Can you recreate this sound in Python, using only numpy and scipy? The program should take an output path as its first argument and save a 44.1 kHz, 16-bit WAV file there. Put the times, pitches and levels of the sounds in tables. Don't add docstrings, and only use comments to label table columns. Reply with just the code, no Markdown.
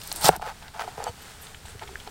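import sys
import numpy as np
from scipy import signal
from scipy.fft import rfft, irfft
from scipy.io import wavfile
from scipy.ndimage import uniform_filter1d

SR = 44100
rng = np.random.default_rng(int(sys.argv[2]) if len(sys.argv) > 2 else 0)


def generate_wav(sig):
    pcm = np.round(np.clip(np.atleast_2d(sig).T, -1, 1) * 32767).astype(np.int16)
    wavfile.write(sys.argv[1], SR, pcm)


N = 92610
TIME = np.arange(N) / SR


# t/s, level/dB
CRUNCH_ENVELOPE = [(0, -47.5), (.075, -43), (.15, -44.5), (.162, -38.5), (.203, -47.5), (.22, -33.5),
                   (.241, -26.5), (.246, -19.5), (.258, -18.5), (.28, -22), (.289, -17.5), (.297, -40.5),
                   (.36, -53.5), (.376, -58.5)]
# f/Hz, level/dB
CRUNCH_EQ = [(150, -3.5), (330, -9), (700, -2.5), (2500, -13), (4000, -3), (5200, -2), (6800, -9.5),
             (9000, -2), (10500, -13.5), (13500, -9.5), (15500, -11.5)]
# t/s, level/dB
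CUT_FORCE = [(0, -77), (.2, -46), (.24, -32), (.248, -22.5), (.28, -20), (.289, -19), (.296, -38),
             (.31, -68)]

def cut(creak_end_s=.243):
    creak = crackle(per_s=3000, spread_db=4)
    crunch = crackle(per_s=3500, spread_db=3.5)
    fibres = equalise(np.where(TIME < creak_end_s, creak, crunch), CRUNCH_EQ)
    return envelope(CRUNCH_ENVELOPE) * fibres + rubbed_board(envelope(CUT_FORCE))


# t/s, level/dB, centre f/Hz, t60/s
FIBRE_SNAPS = [(.0165, -37.5, 3850, 0.027), (0.0355, -35.5, 11000, 0.013), (.053, -54, 4000, 0.0089),
               (0.0745, -26.5, 9900, 0.0087), (0.1163, -23, 4070, 0.015), (0.1193, -29, 5000, .015),
               (.1265, -16.5, 10200, 0.0052), (0.1597, -29.5, 10000, 0.029), (0.2114, -26, 11000, .01),
               (0.2183, -29.5, 2420, .012), (.2335, -29, 5000, 0.0095), (.2435, -19, 12000, 0.0051),
               (0.2502, -32, 6800, 0.0043), (0.2565, -11, 4930, 0.0072), (0.3629, -29, 9200, 0.016),
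               (.626, -39.5, 2800, .025), (0.681, -39, 2930, .025), (.795, -31, 3240, .012),
               (.8115, -53, 4000, 0.015), (0.819, -35, 3480, 0.013), (1.0404, -25.5, 5630, 0.011),
               (1.4686, -39.5, 2800, .02), (1.546, -35.5, 2200, 0.02), (1.656, -45, 2930, 0.079),
               (1.794, -34.5, 2520, 0.018), (1.835, -40, 3160, 0.022), (1.876, -38.5, 2600, 0.038),
               (2.001, -36.5, 3100, 0.019), (2.0757, -37, 3550, 0.009)]

def snaps():
    return sum(from_db(db) * decay(start, t60) * band_noise(hz, width=.98)
               for start, db, hz, t60 in FIBRE_SNAPS)


# f/Hz, struck level/dB, rubbed or tapped level/dB, t60/s
BOARD_MODES = [(64, -29, -64, 0.1), (166.6, -18.5, -55, 0.082), (450, -10.5, -10.5, 0.034),
               (580, -2.5, -22.5, 0.017), (736.5, 1.5, 0, 0.02), (843, -42, -5.5, 0.033),
               (1235, -30, -9, 0.02), (1386, -21, -35, 0.036), (2200, -21, -28, 0.03),
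               (4350, -42, -24, 0.025)]

def chop():
    blow = contact(start=.291, db=1.5, length_s=.0005)
    return sum(from_db(db) * ring(blow, hz, t60) for hz, db, _, t60 in BOARD_MODES)


def touched_board(force):
    highpass = signal.butter(4, 521, "high", fs=SR, output="sos")
    drive = signal.sosfilt(highpass, force) + .05 * force
    return sum(from_db(db) * ring(drive, hz, t60) for hz, _, db, t60 in BOARD_MODES)


def rubbed_board(force):
    slips = grains(per_s=1600, spread_db=2.5, window_samples=350)
    return touched_board(slips * force) / np.std(touched_board(slips))


# t/s, level/dB, contact time/s
BLADE_TAPS = [(.117, -28.5, 0.0003), (.2445, -16, 0.00039), (.334, -21.5, 0.00085), (0.3961, -26, 0.00096),
              (.421, -36, 0.00061), (.4255, -21.5, 0.00055), (0.624, -38, .0003), (0.7949, -22, 0.00021),
              (.806, -68, 0.00025), (.812, -26.5, 0.00014), (0.8205, -23, 0.00031), (0.8773, -21, 0.001),
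              (.979, -29, 0.00061), (1.003, -22.5, 0.00084), (1.0672, -20, 0.00066),
              (1.0775, -22.5, 0.0006), (1.089, -32, 0.00038), (1.653, -34.5, 0.001),
              (1.821, -28.5, 0.00071), (1.891, -34, 0.00068), (2.074, -40, 0.0013)]

def taps():
    return touched_board(sum(contact(*tap) for tap in BLADE_TAPS))


# t/s, level/dB, f/Hz
BOARD_THUMPS = [(0.246, -18.5, 137), (0.372, -32.5, 192), (0.859, -35.5, 90), (0.983, -33, 118),
                (1.093, -26.5, 99), (1.647, -30, 61.3), (1.726, -33.5, 63.6), (1.754, -30, 102)]

def thumps(attack_s=.0018, t60=.056):
    out = 0
    for start, db, hz in BOARD_THUMPS:
        age = time_since(start)
        attack = 1 - np.exp(-age / attack_s)
        out += from_db(db) * attack * decay(start, t60) * np.sin(2 * np.pi * hz * age)
    return out


# start t/s, end t/s, wood level/dB, grit level/dB
SCRAPE_STROKES = [(0.31, 0.363, -35, -46.5), (.416, 0.425, -32.5, -58), (0.434, .46, -38, -51),
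                  (0.454, 0.501, -34, -44), (0.493, 0.52, -41.5, -53), (0.615, 0.687, -52, -51),
                  (0.738, 0.785, -41.5, -56), (0.794, 0.825, -31, -38), (0.834, 0.844, -35.5, -56),
                  (0.87, 0.888, -39, -69), (0.903, 0.958, -49.5, -80), (0.974, 1.053, -39, -75),
                  (1.052, 1.093, -37.5, -62), (1.812, 1.835, -40, -49), (2.069, 2.072, -36, -55)]
# f/Hz, level/dB
GRIT_EQ = [(500, -30), (1500, 20.5), (3000, 0.5), (4700, -5), (6500, -63), (9000, -4), (11000, -39),
           (15500, -4)]

def scrapes():
    force = np.max([stroke(start, end, db) for start, end, db, _ in SCRAPE_STROKES], axis=0)
    grit_gain = np.max([stroke(start, end, db) for start, end, _, db in SCRAPE_STROKES], axis=0)
    grit = equalise(grains(per_s=4300, spread_db=2.5), GRIT_EQ)
    return rubbed_board(force) + grit_gain * grit


# start t/s, end t/s, level/dB, centre f/Hz
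RUB_GROANS = [(0.142, 0.191, -51, 330), (0.32, .375, -52, 352), (0.47, 0.485, -41, 530),
              (0.82, .89, -48, 422), (0.979, 1.103, -41.5, 472), (1.752, 1.756, -46, 450),
              (1.819, 1.831, -42.5, 396), (1.833, 1.963, -50, 400), (2.069, 2.087, -46, 413)]

def groans():
    return sum(stroke(start, end, db) * band_noise(hz, width=.18) for start, end, db, hz in RUB_GROANS)


# f/Hz, level/dB
STEEL_MODES = [(3020, -1), (3330, -7), (4520, -1), (6260, -3), (8050, -1)]
# start t/s, end t/s, level/dB
SINGING_SLIDES = [(1.061, 1.092, -50.5), (1.217, 1.224, -50)]

def blade_song(t60=.099):
    steel = sum(from_db(db) * unit_rms(ring(rng.standard_normal(N), hz, t60)) for hz, db in STEEL_MODES)
    return steel * sum(stroke(*slide) for slide in SINGING_SLIDES)


# start t/s, end t/s, level/dB, centre f/Hz
STALK_SWISHES = [(0.156, 0.217, -40.5, 8550), (1.218, 1.23, -52, 12700), (1.415, 1.425, -46, 12800),
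                 (1.424, 1.454, -49.5, 8460), (1.656, 1.661, -48, 8000), (1.68, 1.71, -52, 8600)]

def swishes():
    return sum(stroke(start, end, db) * band_noise(hz, width=.23) for start, end, db, hz in STALK_SWISHES)


def leaf_pop(start=1.9562, peak_db=-22, hz=1660, t60=.0063):
    click = signal.unit_impulse(N, int(start * SR))
    pop = ring(ring(click, hz, t60), hz, t60 / 2)
    return from_db(peak_db) * pop / np.abs(pop).max()


# t/s, level/dB
CRACKLE_RUSTLE_ENVELOPE = [(0, -48.5), (.3, -42.5), (.39, -61), (.56, -50.5), (.72, -54.5), (.89, -48),
                           (.96, -50), (1.15, -50.5), (1.22, -46.5), (1.31, -46), (1.37, -49.5),
                           (1.45, -46.5), (1.62, -52.5), (1.69, -46.5), (1.77, -51.5), (1.87, -49),
                           (1.97, -49), (2.01, -47.5), (2.1, -50.5)]
# f/Hz, level/dB
CRACKLE_RUSTLE_EQ = [(200, -17), (300, -10), (430, 4), (550, -3.5), (800, 3.5), (1100, -0.5), (1500, 3),
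                     (2200, -1.5), (3300, -3), (5000, -7), (7200, -6.5), (9300, -9), (11000, -13),
                     (15500, -16.5)]

def crackle_and_rustle():
    texture = equalise(crackle(per_s=4300, spread_db=2.5), CRACKLE_RUSTLE_EQ)
    return envelope(CRACKLE_RUSTLE_ENVELOPE) * texture


# t/s, level/dB
RUMBLE_ENVELOPE = [(0, -49.5), (.4, -47), (.55, -51), (1.4, -53), (1.55, -50), (1.95, -48), (2.1, -50.5)]
# f/Hz, level/dB
RUMBLE_EQ = [(15, -3.5), (32, 2), (45, -7), (65, 1.5), (100, -7), (165, -9), (250, -20.5), (600, -36),
             (2000, -75)]
# f/Hz, level/dB
HISS_EQ = [(200, 8.5), (450, -4.5), (850, -8), (1100, -9), (1450, -17), (4600, -9), (9000, -28),
           (15500, -44)]

def background():
    hiss = equalise(rng.standard_normal(N), HISS_EQ)
    rumble = equalise(rng.standard_normal(N), RUMBLE_EQ)
    return from_db(-55) * hiss + envelope(RUMBLE_ENVELOPE) * rumble


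# f/Hz, level/dB
SIDE_HISS_EQ = [(60, 3), (400, 8), (1500, -9), (5000, -2.5), (14000, 4)]

def side_hiss():
    return from_db(-68) * equalise(rng.standard_normal(N), SIDE_HISS_EQ)


def from_db(db):
    return 10 ** (np.asarray(db) / 20)


def unit_rms(x):
    return x / np.sqrt(np.mean(x ** 2) + 1e-20)


def time_since(start):
    return np.maximum(TIME - start, 0)


def envelope(points):
    return from_db(np.interp(TIME, *np.transpose(points)))


def decay(start, t60):
    return (TIME >= start) * from_db(-60 * time_since(start) / t60)


def stroke(start, end, db, attack_s=.011, release_s=.007):
    attack = np.clip((TIME - start) / attack_s + .5, 0, 1)
    return from_db(db) * attack * np.exp(-time_since(end) / release_s)


def contact(start, db, length_s):
    pulse = np.sin(np.pi * np.clip((TIME - start) / length_s, 0, 1)) ** 2
    return from_db(db) * pulse / pulse.sum()


def ring(x, hz, t60):
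    radius = from_db(-60 / (t60 * SR))
    angle = 2 * np.pi * hz / SR
    return signal.lfilter([.5, 0, -.5], [1, -2 * radius * np.cos(angle), radius ** 2], x + 1e-18)


def equalise(x, curve):
    hz, db = np.transpose(curve)
    bin_hz = np.maximum(np.arange(N // 2 + 1) * SR / N, 1)
    gain = from_db(np.interp(np.log(bin_hz), np.log(hz), db))
    cepstrum = irfft(np.log(gain), N)
    cepstrum[1:N // 2] *= 2
    cepstrum[N // 2 + 1:] = 0
    return unit_rms(irfft(rfft(x) * np.exp(rfft(cepstrum)), N))


def bandpass(x, edges_hz):
    return signal.sosfilt(signal.butter(2, edges_hz, "band", fs=SR, output="sos"), x)


def band_noise(hz, width):
    edges_hz = np.clip([hz / (1 + width / 2), hz * (1 + width / 2)], 10, SR / 2 - 1000)
    return unit_rms(bandpass(rng.standard_normal(N), edges_hz))


def grains(per_s, spread_db, window_samples=700):
    sizes = from_db(spread_db * np.minimum(rng.exponential(1, N), 5)) * rng.choice([-1, 1], N)
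    clicks = sizes * (rng.random(N) < per_s / SR)
    power = np.abs(uniform_filter1d(clicks ** 2, window_samples))
    return clicks / np.sqrt(power + 1e-4)


def crackle(per_s, spread_db):
    edges_hz = [100, 2800, 6800, 10000, 18000]
    return sum(bandpass(grains(per_s, spread_db), band) for band in zip(edges_hz, edges_hz[1:]))


def scene():
    cutting = cut() + snaps() + chop() + taps() + thumps()
    sweeping = scrapes() + groans() + blade_song()
    mid = cutting + sweeping + crackle_and_rustle() + swishes() + leaf_pop() + background()
    side = side_hiss()
    return np.array([mid + side, mid - side])


def record(dry, ceiling=.97, stopband_hz=16250):
    lowpass = signal.cheby2(24, 70, stopband_hz, fs=SR, output="sos")
    return signal.sosfilt(lowpass, np.clip(dry, -ceiling, ceiling))


dry = scene()
out = record(dry)
generate_wav(out)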